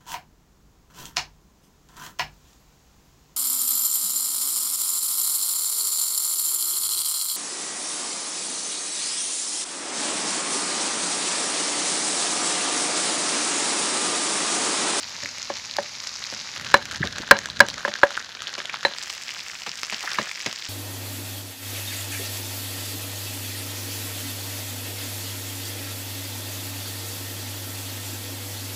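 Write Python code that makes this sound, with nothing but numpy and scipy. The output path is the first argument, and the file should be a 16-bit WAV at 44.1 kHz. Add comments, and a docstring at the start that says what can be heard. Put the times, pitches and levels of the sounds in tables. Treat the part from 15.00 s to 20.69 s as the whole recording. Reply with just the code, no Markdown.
"""A steady sizzle is heard first: bubbles burst in the fat of meat on a hot slab over a wood fire.
Flames flutter and flare up once, and big drops spit; the frying is heard from three places in turn.
A stone pestle pounds chillies and garlic in a stone mortar on a wooden table: each impact excites
damped modes of bowl, pestle and plank, and wet stone squeaks as it slides.
The hardest blows overload the microphone, and the trees return a faint echo."""
import sys
import numpy as np
from scipy import signal
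from scipy.fft import rfft, irfft, next_fast_len
from scipy.io import wavfile
from scipy.ndimage import map_coordinates

SR = 44100
rng = np.random.default_rng(int(sys.argv[2]) if len(sys.argv) > 2 else 0)


def generate_wav(signal):
    """Clip the signal to [-1, 1] and save it as 16-bit WAV at the path in sys.argv[1]."""
    frames = np.transpose(np.atleast_2d(signal))
    scaled = np.clip(frames, -1, 1) * 32767
    pcm = np.round(scaled).astype(np.int16)
    wavfile.write(sys.argv[1], SR, pcm)


N = 250929

# spectrum of the sizzle at each listening place: frequency_hz, gain_db
FAT_FIRST = [(180, -55), (300, -18), (478, -14), (565, -11), (749, -13.5), (842, -9), (1580, -7),
             (2170, -3.5), (3290, -7.5), (3760, -3), (5080, 0), (6740, -4.5), (8640, -24), (11100, -26),
             (16000, -41)]
FAT_SECOND = [(150, -30), (300, -14), (570, -10), (780, -12), (1200, -8), (1620, -1), (2200, -8),
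              (3000, -6.5), (4000, -4.5), (5300, -7), (6800, -10.5), (8200, -25), (12000, -31),
              (16000, -42)]
FAT_THIRD = [(180, -84), (300, -26), (366, -9.5), (418, -33), (440, -13.5), (828, -13), (915, -12.5),
             (1810, -4), (4160, -5), (5160, -1.5), (7690, -10.5), (8940, -22.5), (16000, -28)]
# listening places: spectrum, steam_db, clumping_db, level_db, drift_db_per_s,
# small_spits_per_s, small_spit_pitch_hz
PLACES = [(FAT_FIRST, 0.37, 0.55, -35.5, -1.3, 4, 4240), (FAT_SECOND, -6, 3.4, -34.5, -0.92, 8, 1670),
          (FAT_THIRD, -4.5, 1.8, -36, -0.1, 7.6, 2410)]
# moves to the next listening place: time_s
MOVES = [1.56, 3.96]
# spectrum of the flames: frequency_hz, gain_db
FLAME_SPECTRUM = [(15, -42.5), (25, -6), (49, -2.5), (92, 5), (260, 2.5), (387, -9.5), (554, -12),
                  (600, -2), (780, -30), (1320, -120)]
# soft low bumps: centre_s, level_db, pitch_hz, half_length_s
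LOW_BUMPS = [(2.01, -22, 150, 0.0048), (2.05, -37, 87, 0.04), (2.204, -32, 150, 0.004)]
# pestle blows: start_s, force_db, hardness_db_per_octave, lean_db, clack_db, clack_hz, thud_db
BLOWS = [(0.231, -30, -7, -4, -47, 890, -31), (0.5006, -14, -14, 8, -13.5, 840, -33),
         (0.7848, -9, -8.5, -5, -9, 833, -30.5), (1.323, -29, -10, 3, -40, 800, -35),
         (1.741, -2.5, 3.5, 4.5, 3.5, 1486, -22.5), (2.038, -24, -14, 10, -19.5, 845, -22),
         (2.3102, 3, 3, 3.5, 15, 1594, -16.5), (2.6035, 3.5, 0.5, 0, 15, 1658, -18),
         (2.8498, -16, -9, 12, -4, 1680, -38), (2.878, -14.5, -3, -9, -16, 1670, -30.5),
         (3.032, 1.5, -4.5, 2, 0.5, 1595, -34), (3.579, -26.5, -16, -7, -32, 800, -38),
         (3.8502, -9, 1, -12, -3.5, 1824, -34), (4.663, -51, 10, 5, -34, 1130, -35),
         (4.924, -49.5, -5, -3, -36, 992, -36), (5.1856, -27, 9.5, 5, -4.5, 1164, -21.5),
         (5.46, -24.5, -20, -10, -33.5, 1180, -26)]
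# modes of the mortar: pitch_hz, level_db, t60_s, rise_s, wall_share (0-1)
MORTAR_MODES = [(357, -16, 0.028, 0.0025, 0), (565.7, -0.5, 0.054, 0.0042, 0),
                (756, -14, 0.053, 0.0015, 0.2), (920, 5.5, 0.014, 0.0021, 0), (1034, 0, 0.028, 0.0028, 1),
                (1173, 3, 0.0077, 0.00028, 0.35), (1554, -14, 0.046, 0.00045, 0),
                (1698, 1.5, 0.021, 0.00061, 0.03), (1850, -8, 0.0053, 0.00012, 0.6),
                (2220, -6, 0.018, .0002, 0.1), (2880, -15.5, 0.019, 0.0011, 0.66)]
# spectra of stone on stone, the plank, crushed pulp and a bursting drop: frequency_hz, gain_db
CONTACT_SPECTRUM = [(100, -36.5), (350, 5), (600, 3), (1100, -15.5), (1750, 12.5), (2300, -9.5),
                    (4000, -13.5), (7000, -36), (15000, -48)]
PLANK_SPECTRUM = [(25, -43), (60, -18), (115, -1), (170, -2.5), (330, -5.5), (700, -5.5), (3000, -73)]
PULP_SPECTRUM = [(100, -14), (400, -4), (1200, -1), (2400, 0), (4000, -4), (7000, -10), (9000, -25),
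                 (15000, -38)]
SNAP_SPECTRUM = [(200, -14), (1200, -3), (5000, 0), (7000, -3), (9000, -17), (15000, -28)]
# decay of sound scattered by ground and trees: frequency_hz, t60_s
TREE_DECAY = [(150, 0.16), (600, 0.23), (1700, 0.093), (4000, 0.31), (12000, 0.19)]
# the biggest spits of fat: start_s, relative_cavity_db, pitch_hz, relative_snap_db
BIG_SPITS = [(0.2574, -14, 2080, -49), (0.7106, -12.5, 4300, -39), (0.766, -15, 5200, -21.5),
             (1.072, -12, 5300, -37), (1.239, -12, 4100, -38), (1.8535, -29, 1690, -27.5),
             (2.072, -9, 3820, -26), (2.1822, -17.5, 1660, -28), (2.3874, -17, 1780, -22.5),
             (2.4566, -15.5, 1680, -24.5), (2.4999, -12, 4020, -44), (2.6844, -18, 1670, -20.5),
             (2.7003, -11.5, 4370, -43), (2.954, -15.5, 1660, -36), (3.1745, -9, 1490, -39),
             (3.47, -11.5, 3220, -38), (3.6543, -14, 3330, -31), (3.6955, -13.5, 2370, -38),
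             (3.9836, -12.5, 4900, -29), (4.0991, -29, 2410, -23.5), (4.3058, -17.5, 2870, -38),
             (4.8313, -20, 2130, -22.5), (4.8974, -16.5, 2320, -32), (5.006, -24, 2350, -28.5),
             (5.3131, -13, 2250, -29.5), (5.462, -15, 2160, -22)]
# the pestle rubs the wet wall: centre_s, level_db, pitch_hz, half_length_s, skirt_db_per_octave
RUBS = [(2.031, -17.5, 1700, 0.0028, 46), (2.069, -35, 1640, 0.015, 33), (3.743, -25.5, 1350, 0.0027, 11.5),
        (5.045, -34, 860, 0.0085, 7), (5.079, -25.5, 1600, 0.0035, 26), (5.132, -36, 1850, 0.11, 8.5)]

SIMMER_DB, SIMMER_PER_S = 0.8, 2.56  # the sizzle swells and sinks a little
FIRE_DB, FIRE_DRIFT_DB_PER_S = -55, -1.09
FLARE_START_S, FLARE_END_S, FLARE_RISE_S, FLARE_FALL_S, FLARE_DB = 1.564, 2.83, 0.06, 0.071, 10.5
RING_DB, RING_LIMIT_DB = -1.5, -9  # the pestle's ring relative to the force; the most the grip allows
BARE_HARDNESS, CUSHION_DB = 0.9, 7  # hardness of bare stone; ring lost per step of hardness below it
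PULP_DB, WETTER_DB_PER_S = -37, 2.5  # the squelch grows as the paste gets wetter
SMALL_SPIT_DB, SMALL_SNAP_DB, SPIT_SPREAD_DB, SPIT_SPREAD_OCTAVES = -22, -32, 2.5, 0.38
SNAP_RISE_S, SNAP_T60_S = 0.00066, 0.0052
BAND_LIMIT_HZ = 16000


def amp(db):
    """Amplitude ratio of a level in decibels."""
    return 10 ** (np.asarray(db) / 20)


def unit(x):
    """Normalisation to rms 1."""
    return x / np.sqrt(np.mean(x ** 2) + 1e-20)


def along(points, hz):
    """Interpolation of (frequency, value) points on a logarithmic frequency axis."""
    frequencies, values = np.transpose(points)
    return np.interp(np.log(hz + 1), np.log(frequencies + 1), values)


def wobble(per_s):
    """Random modulation: a spline through per_s Gaussian values a second."""
    return map_coordinates(rng.standard_normal(1024), [np.arange(N) * per_s / SR], mode="wrap")


def fade(t, t60_s):
    """Exponential damping: 60 dB in t60_s."""
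    return np.exp(-np.log(1000) * t / t60_s)


def build_up(t, rise_s):
    """First-order growth towards 1 with time constant rise_s."""
    return 1 - np.exp(-t / rise_s)


def colour(x, spectrum):
    """Minimum-phase filtering: folding the cepstrum gives a causal filter with this spectrum."""
    size = 2 * next_fast_len(len(x) // 2 + 2048)
    gain = amp(along(spectrum, np.fft.rfftfreq(size, 1 / SR)))
    cepstrum = irfft(np.log(gain + 1e-6))
    cepstrum[1:size // 2] *= 2
    cepstrum[size // 2 + 1:] = 0
    return irfft(rfft(x, size) * np.exp(rfft(cepstrum)), size)[:len(x)]


def highpass(x, hz):
    """Second-order attenuation below hz."""
    return signal.sosfilt(signal.butter(2, hz, "high", fs=SR, output="sos"), x)


def add(track, start_s, sound):
    """Superposition of a sound on the track from start_s."""
    i = max(round(start_s * SR), 0)
    track[i:i + len(sound)] += sound[:N - i]


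def bubbles(per_s, spread_db, cycles):
    """Tiny bursting bubbles ring as damped oscillators, most weak and a few strong; rms 1."""
    when, pitch, size = rng.random((40000, 3))[:int(per_s * N / SR)].T
    t = np.arange(96) / SR
    hz = 700 * 20 ** pitch[:, None]
    strength = amp(spread_db * np.minimum(-np.log(size + 1e-9), 4.2))[:, None]
    grains = strength * hz * np.sin(2 * np.pi * hz * t) * np.exp(-t * hz / cycles)
    index = (when * N).astype(int)[:, None] + np.arange(len(t))
    return unit(np.bincount(index.ravel(), grains.ravel(), N)[:N])


def sizzle():
    """Shot noise of bubbles bursting in clumps over a hiss of steam, coloured by the listening place."""
    clumps = np.minimum(wobble(per_s=110) + 0.4 * wobble(per_s=14), 2)
    grains = bubbles(per_s=2600, spread_db=5.5, cycles=1.0)
    steam = rng.standard_normal(N)
    out, t = np.zeros(N), np.arange(N) / SR
    place = np.searchsorted(MOVES, t)
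    for k, start_s in enumerate([0] + MOVES):
        spectrum, steam_db, clumping_db, level_db, drift_db_per_s = PLACES[k][:5]
        crackle = unit(grains * amp(clumping_db * clumps))
        frying = unit(colour(crackle + amp(steam_db) * steam, spectrum))
        out += (place == k) * amp(level_db + drift_db_per_s * (t - start_s)) * frying
    return out * amp(SIMMER_DB * wobble(SIMMER_PER_S))


def fire():
    """Amplitude-modulated low noise: flames flutter and flare up once, with a few soft bumps."""
    t = np.arange(N) / SR
    ramp = np.minimum((t - FLARE_START_S) / FLARE_RISE_S, (FLARE_END_S - t) / FLARE_FALL_S)
    flame_db = FIRE_DB + FIRE_DRIFT_DB_PER_S * t + FLARE_DB * np.clip(0.5 + ramp, 0, 1)
    roar = colour(rng.standard_normal(N), FLAME_SPECTRUM)
    flutter = amp(0.84 * wobble(per_s=22.07))
    out = amp(flame_db) * unit(roar * flutter)
    for bump in LOW_BUMPS:
        add_swell(out, *bump, skirt_db=15.5)
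    return out


def mortar_ring(t, force_db, hardness, lean_db):
    """Modal vibration: hard contact favours the high modes, a slanted blow those of the wall."""
    hz, mode_db, t60_s, rise_s, wall_share = np.transpose(MORTAR_MODES)[:, :, None]
    stray_db, detune = rng.standard_normal((2, len(hz), 1))  # the contact point wanders
    sign = (-1) ** np.arange(len(hz))[:, None]  # neighbouring modes move against each other
    tilt_db = hardness * np.log2(hz / hz[1])
    gain = sign * amp(force_db + mode_db + tilt_db + lean_db * wall_share + stray_db)
    modes = np.sin(2 * np.pi * hz * (1 + 0.01 * detune) * t)
    return np.sum(gain * modes * fade(t, t60_s) * build_up(t, rise_s), 0)


def stone_contact(t, grit_noise, crack_noise, force_db, hardness):
    """A brief impact is broadband: grit and a sharp crack, both growing with hardness."""
    grit = amp(-5 + hardness) * unit(colour(grit_noise, CONTACT_SPECTRUM)) * fade(t, 0.041)
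    crack = amp(-35 + 2 * hardness) * crack_noise * fade(t, 0.0019)
    return amp(force_db) * (grit + crack)


def clack(t, level_db, hz):
    """Impact transient: a few strong cycles, lower in pitch when pulp cushions the contact."""
    return amp(level_db) * np.sin(2 * np.pi * hz * t) * fade(t, 0.015) * build_up(t, 0.00049)


def pestle_ring(t, force_db, hardness):
    """Free vibration of one mode: it grows with force, limited by the grip and cushioned by pulp."""
    cushion_db = CUSHION_DB * max(BARE_HARDNESS - hardness, 0)
    ring_db = min(force_db + RING_DB, RING_LIMIT_DB) - cushion_db
    return amp(ring_db) * np.sin(2 * np.pi * 4040 * t) * fade(t, 0.049)


def table_thud(t, noise, level_db):
    """Resonance of the plank: one low mode and a dull shudder build up after the blow."""
    mode = np.sin(2 * np.pi * 213 * t)
    shudder = 0.94 * unit(colour(noise, PLANK_SPECTRUM))
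    return amp(level_db) * (mode + shudder) * fade(t, 0.11) * build_up(t, 0.012)


def pulp_squelch(t, noise, spikes, level_db):
    """Rupture noise: skins burst in a spiky little cloud."""
    bursts = unit(colour(noise * amp(2.4 * spikes), PULP_SPECTRUM))
    return highpass(amp(level_db) * bursts * fade(t, 0.096) * build_up(t, 0.00043), hz=150)


def pounding():
    """Impulsive excitation: each blow sounds the stones, thumps the table and crushes pulp."""
    out, t = np.zeros(N), np.arange(SR // 3) / SR
    for start_s, force_db, hardness, lean_db, clack_db, clack_hz, thud_db in BLOWS:
        grit_noise, plank_noise, pulp_noise, spikes, crack_noise = rng.standard_normal((5, len(t)))
        bowl = mortar_ring(t, force_db, hardness, lean_db)
        contact = stone_contact(t, grit_noise, crack_noise, force_db, hardness)
        blow = highpass(bowl + contact + clack(t, clack_db, clack_hz), hz=260)
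        blow += pestle_ring(t, force_db, hardness)
        blow += table_thud(t, plank_noise, thud_db)
        blow += pulp_squelch(t, pulp_noise, spikes, PULP_DB + WETTER_DB_PER_S * start_s)
        add(out, start_s, outdoors(blow, scatter_db=-18, echo_db=-33, echo_s=0.043))
    return out


def outdoors(x, scatter_db, echo_db, echo_s):
    """Scattering by ground and leaves, then a diffuse reflection off the trees, follow the direct sound."""
    hz, t, spectra = signal.stft(rng.standard_normal((2, SR // 4)), SR, nperseg=256)
    decay = fade(t, along(TREE_DECAY, hz)[:, None])
    near, far = signal.istft(spectra * decay, SR, nperseg=256)[1]
    near = np.pad(near, (SR // 200, 0))
    far = np.pad(far * fade(np.arange(len(far)) / SR, 0.21), (int(echo_s * SR), 0))
    scatter, echo = (signal.fftconvolve(x, tail / np.linalg.norm(tail))[:len(x)] for tail in (near, far))
    return x + amp(scatter_db) * scatter + amp(echo_db) * echo


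def small_spits():
    """A random point process: rows like BIG_SPITS, around the rate and pitch of each listening place."""
    rows, start_s = [], 0
    for gap, size, pitch, snap in rng.standard_normal((80, 4)):
        per_s = PLACES[np.searchsorted(MOVES, start_s)][-2]
        start_s += np.exp(0.5 * gap) / per_s
        hz = PLACES[np.searchsorted(MOVES, start_s)][-1] * 2 ** (SPIT_SPREAD_OCTAVES * pitch)
        cavity_db = SMALL_SPIT_DB + SPIT_SPREAD_DB * size
        rows.append((start_s, cavity_db, hz, SMALL_SNAP_DB + SPIT_SPREAD_DB * snap))
    return [row for row in rows if row[0] < N / SR - 0.01]


def spitting():
    """Cavity resonance: a drop bursts with a sharp snap and rings for a few cycles."""
    out, t = np.zeros(N), np.arange(SR // 16) / SR
    for start_s, cavity_db, hz, snap_db in list(BIG_SPITS) + small_spits():
        cavity = np.sin(2 * np.pi * hz * t) * np.exp(-t * hz / 1.9) * build_up(t, 0.5 / hz)
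        rupture = rng.standard_normal(len(t)) * fade(t, SNAP_T60_S) * build_up(t, SNAP_RISE_S)
        snap = colour(rupture, SNAP_SPECTRUM)
        pop = amp(cavity_db + 3.5) * cavity + amp(snap_db + 9.5) * snap / np.abs(snap).max()
        add(out, start_s + 0.001, outdoors(pop, scatter_db=-13, echo_db=-26, echo_s=0.052))
    return out


def add_swell(track, centre_s, level_db, hz, half_s, skirt_db):
    """Band noise under a Gaussian envelope joins the track; it is skirt_db weaker an octave from hz."""
    t = np.arange(-SR // 6, SR // 6) / SR
    spectrum = [(hz * 2.0 ** octave, -skirt_db * fall)
                for octave, fall in [(-2, 2), (-1, 1), (0, 0), (1, 1), (3, 4)]]
    band = colour(rng.standard_normal(len(t)), spectrum)
    envelope = np.exp(-(t / half_s) ** 2 / 2)
    swell = unit(band * envelope) * np.sqrt(np.mean(envelope ** 2))  # rms 1 at its top
    add(track, centre_s - 1 / 6, amp(level_db) * swell)


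def rubbing():
    """Sliding friction: wet stone on stone scrapes, or squeaks in a narrow band."""
    out = np.zeros(N)
    for rub in RUBS:
        add_swell(out, *rub)
    return out


def scene():
    """Superposition of mortar, frying and fire at one microphone."""
    return (pounding() + rubbing() + sizzle() + fire() + spitting())[None]


def record(dry):
    """Saturation and band limiting: peaks clip at full scale; deepest bass and top treble are lost."""
    clipped = highpass(np.clip(dry, -1, 1), hz=38)
    size = next_fast_len(N + SR // 2)
    lowpass = 1 / (1 + (np.fft.rfftfreq(size, 1 / SR) / BAND_LIMIT_HZ) ** 100)
    return irfft(rfft(clipped, size) * lowpass, size)[..., :N]


dry = scene()
out = record(dry)
generate_wav(out)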